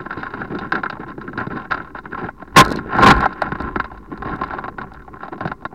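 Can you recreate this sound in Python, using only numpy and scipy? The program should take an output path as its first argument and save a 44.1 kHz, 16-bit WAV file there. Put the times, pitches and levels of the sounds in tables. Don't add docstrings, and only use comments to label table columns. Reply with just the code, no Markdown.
import sys
import numpy as np
from scipy import signal
from scipy.fft import rfft, irfft, next_fast_len
from scipy.io import wavfile
from scipy.ndimage import map_coordinates

SR = 44100
rng = np.random.default_rng(int(sys.argv[2]) if len(sys.argv) > 2 else 0)


def generate_wav(sig):
    pcm = np.round(np.clip(np.atleast_2d(sig).T, -1, 1) * 32767).astype(np.int16)
    wavfile.write(sys.argv[1], SR, pcm)


N = 253134
TIME_S = np.arange(N) / SR


def amp(db):
    return 10 ** (np.asarray(db) / 20)


def unit(x):
    return x / np.sqrt(np.mean(x ** 2) + 1e-20)


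def curves(rows):
    s, *columns = np.transpose(rows)
    return [np.interp(TIME_S, s, column) for column in columns]


def wobble(rate_hz):
    knots = rng.standard_normal(int(N * rate_hz / SR) + 4)
    return map_coordinates(knots, [np.arange(N) * rate_hz / SR])


def filtered(x, response):
    m = next_fast_len(N + SR // 2)
    return irfft(rfft(x, m) * response(np.fft.rfftfreq(m, 1 / SR)), m)[..., :N]


def ring(force, modes, soft_hz):
    def response(f):
        h = 0
        for k, (center, width, db) in enumerate(modes):
            resonance = 1j * f * width / (center * center - f * f + 1j * f * width)
            h = h + (-1) ** k * amp(db) * resonance
        u = 1j * f / soft_hz
        h = h / (u * u + .77 * u + 1) / (u * u + 1.85 * u + 1)
        return h / np.sqrt(np.mean(np.abs(h) ** 2))
    return filtered(force, response)


def grit(rate_hz, spiky_db, bed):
    sizes = amp(spiky_db * np.minimum(rng.exponential(1, N), 3))
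    hits = (rng.random(N) < rate_hz / SR) * sizes
    smear = amp(-60 * np.arange(SR // 100) / SR / 0.0037)
    envelope = bed + unit(signal.fftconvolve(hits, smear)[:N])
    return unit(rng.standard_normal(N) * envelope)


def blows(times_s, levels_db, t60_s, rise_s, first):
    force, t = np.zeros(N + SR), np.arange(SR // 15) / SR
    for s, db in zip(times_s, levels_db):
        rattle = rng.standard_normal(len(t)) * amp(-60 * t / t60_s) * (1 - np.exp(-t / rise_s))
        push = rattle / np.linalg.norm(rattle) + first * (t == 0)
        force[round(s * SR):][:len(t)] += amp(db) * push
    return force[:N]


def strokes(starts_s, lengths_s, levels_db, attack_s, release_s):
    total = np.zeros(N)
    for s, length, db in zip(starts_s, lengths_s, levels_db):
        swell = np.clip((TIME_S - s) / attack_s, 0, 1) ** 2
        total += amp(db) * swell * np.exp(-np.maximum(TIME_S - s - length, 0) / release_s)
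    return total


STOP_S = 2.8

# center in Hz, width in Hz, relative level in dB.
STRUT_MODES = [(1328.6, 85, 11.5), (1494, 157, 11), (1607, 148, 10), (1943, 47, -5.5), (2107, 22, -3)]
TUBE_MODES = [(1048.5, 59.6, 0)]
BAR_MODES = [(622, 71, -2.5), (742.8, 72, 4), (866, 185, -0.5)]
FITTING_MODES = [(2697, 380, -7.5), (3470, 240, -11.5), (3608, 270, -4), (4013, 260, -3.5),
                 (4740, 450, -10), (5200, 210, -33.5)]
KEEL_MODES = [(128, 53, -6), (209, 48, -2), (288, 86.6, -3), (390.4, 109, -6)]


def frame():
    knock, grind = knocks(), grinding()
    shake = jolts() * grit(rate_hz=900, spiky_db=4.5, bed=0.9)
    parts = [  # name, modes, contact softness Hz, share of the jolts dB, sign
        ("struts", STRUT_MODES, 2400, -7, 1),
        ("tube", TUBE_MODES, 2200, -1.5, 1),
        ("bar", BAR_MODES, 1800, -8, 1),
        ("fittings", FITTING_MODES, 4900, -20, -1),
        ("keel", KEEL_MODES, 700, -5, 1)]
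    out = np.zeros(N)
    for name, modes, soft_hz, jolt_db, sign in parts:
        uneven_grip = amp(2.4 * wobble(30))
        force = knock[name] + uneven_grip * grind[name] + amp(jolt_db) * shake
        out += sign * ring(force, modes, soft_hz)
    return out


# time in seconds, level in dB before the part gains,
# then keel, bar and fittings in dB against that level.
KNOCK_ROWS = [(0.062, -17.5, -10, -12.5, -35), (0.107, -10, -25, -24, -33), (0.128, -15, -15, -19.5, -27),
              (0.172, -22, 0, -12, -31), (0.211, -28, -13, -9, -18), (0.231, -11.5, -28, -16.5, -27),
              (0.266, -15, -26, -32, -35), (0.305, -25, -13, -18, -22), (0.338, -15, -7, -16, -27),
              (0.416, -11.5, -17, -16, -43), (0.475, -35, -1, -7, -20), (0.55, -18, -4.5, -15, -24),
              (0.587, -18.5, -13, -12, -12.5), (0.721, -2, -29, -21, -24.5), (0.753, -4.5, -18, -28, -27),
              (0.834, -8, -20, -15.5, -29.5), (0.859, -9.5, -18, -24, -37), (0.899, -13, -28, -15.5, -17),
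              (0.926, -18, -6.5, -12.5, -30), (0.969, -27.5, -16, -5, -35), (1, -30, -6, -21, -45),
              (1.033, -21.5, -13, -9, -41), (1.085, -23.5, -11, -22, -29), (1.116, -23.5, -20, -24, -36),
              (1.179, -30, 10, -3.5, -28), (1.213, -20.5, -22, -28, -25), (1.278, -16.5, -7, -34, -40),
              (1.331, -21, -14, -15, -33), (1.376, -12.5, -5.5, -20, -21.5), (1.41, -12.5, -11, -26, -38),
              (1.468, -21.5, 4, -8, -24), (1.568, -25.5, -4, -27, -17), (1.71, -11.5, -19, -15, -19),
              (1.719, -2.5, -25, -22, -25.5), (1.744, -13, -12.5, -24, -22), (1.776, -15.5, -18, -15, -30),
              (1.801, -16, -33, -16, -54), (1.95, -22.5, -8, -4.5, -35), (1.986, -20, -16, -19, -23.5),
              (2.056, -17, -14, -30, -48), (2.126, -28.5, 6, -25, -30), (2.147, -15.5, -13, -16, -34),
              (2.287, -17.5, -15, -8.5, -40), (2.422, -24, -3.5, -8, -31), (2.476, -30.5, -3, -16, -30),
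              (2.771, -21.5, 2.5, -21, -11), (2.788, -15, -27, -30, -29), (2.951, -14, -4, -6, -27),
              (2.986, -8.5, -20, -3, -33), (3.257, -6, -19, -4, -29), (3.329, -24.5, -7, -20, -16.5),
              (3.419, -5.5, -22, -5, -27.5), (3.52, -9, -7.5, -21, -32), (3.554, -16.5, -7, -14, -29),
              (3.602, -17.5, -1, -7, -20), (3.687, -20.5, -14, -14.5, -36), (3.759, -7, -8, -16, -31),
              (3.799, -5, -16, -24, -27.5), (3.843, -16.5, -24, -13, -23), (3.915, -30, -12, -4.5, -44),
              (3.956, -37, -15, -15, -28), (3.975, -29, -20, -16, -24), (4.117, -29, 5, -10, -30),
              (4.176, -25.5, -19, -10.5, -28), (4.222, -18.5, -5.5, -11, -26.5),
              (4.253, -23, -24, -10, -25), (4.414, -16.5, -4, -8.5, -23), (4.436, -11.5, -30, -17, -24),
              (4.507, -17, -23.5, -13, -27), (4.535, -19, -18, -7, -25), (4.585, -16, -19, -7, -29),
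              (4.64, -16.5, -10.5, -10.5, -28.5), (4.681, -18, -11.5, -9, -27),
              (4.784, -14, -15, -13.5, -30.5), (4.815, -19.5, -17, -23, -23), (4.945, -29, -11, -10, -24),
              (5.02, -34.5, -13, -19, -24), (5.079, -34.5, -1, 3, -40), (5.158, -39, -12, 0, -23),
              (5.232, -22, -13, -8, -25), (5.281, -25.5, -14, -5, -23), (5.379, -32.5, -5, -1.5, -18),
              (5.407, -16.5, -6.5, -6.5, -23), (5.453, -15, 0, -4.5, -26), (5.475, -15, -15, -14, -20.5),
              (5.516, -14, -11.5, -11, -28.5), (5.622, -37.5, -2, -1, -22),
              (5.652, -14.5, -9.5, -9.5, -25.5), (5.726, -39.5, 8.5, 3.5, -40.5)]


def knocks():
    s, level, keel, bar, fittings = np.transpose(KNOCK_ROWS)
    tube = np.where(s < STOP_S, -12.5, -7.5) + 3.5 * rng.standard_normal(len(s))
    rise_s = .002
    return {"struts": blows(s, level + 10, .035, rise_s, 1.4),
            "tube": blows(s, level + tube + 15, .03, rise_s, 1.4),
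            "bar": blows(s, level + bar + 19, .03, rise_s, 1.4),
            "fittings": blows(s, level + fittings + 19, .035, rise_s, 3400 / 4900),
            "keel": blows(s, level + keel + 17, .045, rise_s, 1.4)}


def grinding():
    grip_s = 4.2
    level, keel_level = rubbing()
    bar = np.where(TIME_S < grip_s, -9, -2.5)
    tube = np.where(TIME_S < STOP_S, -3, 0.5) - .3 * (level - level.mean())
    dense = np.clip((level + 48) / 22, 0, 1)
    grains = grit(rate_hz=76, spiky_db=1, bed=0.53)
    scrape = grit(rate_hz=390, spiky_db=0.5, bed=0.94)
    rough = (np.sqrt(1 - dense) * grains + np.sqrt(dense) * scrape) * amp(2.4 * wobble(40))
    keel_rough = 0.26 * rough + 0.62 * rng.standard_normal(N)
    return {"struts": amp(level - 3.5) * rough,
            "tube": amp(level + tube) * rough,
            "bar": amp(level + bar) * rough,
            "fittings": amp(level - 27.5) * rough,
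            "keel": amp(keel_level - 1.08 + 1.3 * wobble(20)) * keel_rough}


# start in seconds, length in seconds, level in dB, keel weight in dB against the level.
SCRAPE_ROWS = [(-.015, 0.017, -28, 2.5), (0.091, 0.035, -40, -1), (0.159, 0.055, -36.5, 9.5),
               (.225, 0.054, -43, -14), (0.327, 0.099, -32.5, 3.5), (0.494, 0.067, -35, 10),
               (0.599, 0.053, -28.5, 2), (0.717, 0.067, -28.5, 0.5), (0.833, 0.029, -36, 2),
               (.89, 0.047, -46, -14), (0.986, 0.019, -33.5, 11), (1.08, 0.032, -39, -15),
               (1.198, 0.052, -47.5, -16), (1.375, 0.046, -23, -9), (1.494, .08, -30, 4.5),
               (1.592, 0.061, -39.5, 1), (1.696, 0.045, -24.5, -5), (1.758, 0.066, -41.5, -0.5),
               (1.842, 0.058, -45.5, 0), (1.94, 0.032, -29.5, -8), (2.026, 0.04, -41.5, -2),
               (2.116, 0.072, -39.5, -0.5), (2.168, 0.094, -30, 4), (2.369, 0.046, -51.5, 5),
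               (2.538, 0.016, -29, -11), (3.409, 0.054, -30.5, 4.5), (3.58, 0.079, -38, 0),
               (3.905, 0.056, -52, 7), (4.068, 0.056, -49.5, 12), (4.245, 0.093, -28.5, -0.5),
               (4.378, 0.032, -40, 10), (4.489, 0.023, -31.5, -10.5), (4.527, 0.026, -34.5, -5),
               (4.569, 0.028, -35.5, -6), (4.78, 0.027, -43.5, 10), (5.191, 0.053, -41, 0),
               (5.31, 0.023, -44, 7), (5.396, 0.074, -35.5, 3.5), (5.486, 0.017, -42, 9)]
# time in seconds, level in dB, keel weight in dB against the level.
DRAG_ROWS = [(0.0, -39.5, 4), (.8, -49.5, 10.5), (1.3, -45.5, 12), (1.9, -53, 13), (2.34, -52.5, 9),
             (2.54, -47, 7.5), (2.63, -16.5, -3), (2.76, -30, 5.5), (2.85, -42.5, 7), (2.94, -22.5, 4.5),
             (3.02, -14.5, 2), (3.12, -17.5, 3), (3.255, -21.5, -0.5), (3.3, -36, 2), (3.68, -38.5, 13),
             (3.88, -47, 10.5), (4.05, -52, 12.5), (4.45, -38.5, 9.5), (4.75, -52, 14.5), (4.92, -48.5, 10),
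             (5.15, -52, 14), (5.74, -57, 14.5)]


def rubbing():
    s, length, level, weight = np.transpose(SCRAPE_ROWS)
    drag, drag_weight = curves(DRAG_ROWS)
    levels = []
    for under_db, stroke_db in [(drag, level), (drag + drag_weight, level + weight)]:
        over = strokes(s, length, stroke_db, attack_s=0.0092, release_s=0.015)
        levels.append(20 * np.log10(amp(under_db) + over))
    return levels


# start in seconds, length in seconds, level in dB.
JOLT_ROWS = [(2.557, .053, 6), (3.018, .028, -7), (3.052, .038, -2), (3.094, .021, -1)]


def jolts():
    return strokes(*np.transpose(JOLT_ROWS), attack_s=.01, release_s=.005)


# time in seconds, level in dB before a 12 dB gain.
TICK_ROWS = [(0.8634, -56), (1.08, -48.5), (1.4026, -40.5), (2.628, -29.5), (2.6418, -33), (2.6489, -16.5),
             (2.661, -29), (2.68, -26), (2.6914, -35.5), (2.7036, -24.5), (2.716, -21), (2.722, -18),
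             (2.7308, -45), (2.74, -41), (2.7591, -24), (2.7821, -42), (2.9658, -31), (2.9861, -28.5),
             (3.007, -31.5), (3.1294, -37), (3.1382, -34.5), (3.1642, -31), (3.1807, -34), (3.2061, -24.5),
             (3.257, -28), (3.4186, -23), (3.62, -34.5), (4.1749, -44.5), (4.36, -38.5), (4.4777, -44),
             (4.9362, -40.5), (5.4616, -39)]


def ticks():
    s, level = np.transpose(TICK_ROWS)
    chatter = amp(-23) * jolts() ** 2 * grit(rate_hz=170, spiky_db=3.5, bed=0.43)
    clicks = blows(s, level + 12, t60_s=.011, rise_s=0.0016, first=0)
    return ring(clicks + chatter, [(4130, 550, 0)], soft_hz=14000)


# time in seconds, level in dB before a 14 dB gain.
BUMP_ROWS = [(2.674, -10), (2.693, -11), (2.717, -4), (2.755, -11), (2.772, -13), (2.86, -17), (3.13, -8)]


def bumps():
    push = np.zeros(N)
    s, level = np.transpose(BUMP_ROWS)
    push[np.round(s * SR).astype(int)] = -amp(level + 14)
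    return ring(push, [(230, 350, 0)], soft_hz=600)


# time in seconds, level in dB.
SWAY_ROWS = [(0.0, -48.5), (.6, -46.5), (1.2, -50), (1.75, -44.5), (2.49, -50), (2.59, -19.5),
             (2.86, -43.5), (3.15, -18), (3.32, -49.5), (3.64, -31.5), (4.12, -47), (4.22, -33),
             (4.6, -43.5), (4.9, -42), (5.4, -58), (5.46, -39.5), (5.74, -59)]
# center in Hz, width in Hz, relative level in dB.
ROCKING_MODES = [(29.8, 30, -17.5), (57, 20, -9)]


def sway():
    rumble = unit(ring(rng.standard_normal(N), ROCKING_MODES, soft_hz=150))
    return amp(curves(SWAY_ROWS)[0]) * rumble


def scene():
    return (frame() + ticks() + bumps() + sway())[None]


# frequency in Hz, gain in dB on unit white noise.
HISS_ROWS = [(20, -86), (2000, -78.5), (4000, -65.5), (7000, -69.5), (11000, -73), (16000, -71.5)]


def record(dry):
    f, db = np.transpose(HISS_ROWS)
    hiss = filtered(rng.standard_normal(N), lambda hz: amp(np.interp(np.log(hz + 1), np.log(f), db)))
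    top, hardness, band_limit_hz, offset = .71, 18, 15950, -.004
    clipped = dry / (1 + np.abs(dry / top) ** hardness) ** (1 / hardness)
    return filtered(clipped + hiss, lambda hz: hz < band_limit_hz) + offset


dry = scene()
out = record(dry)
generate_wav(out)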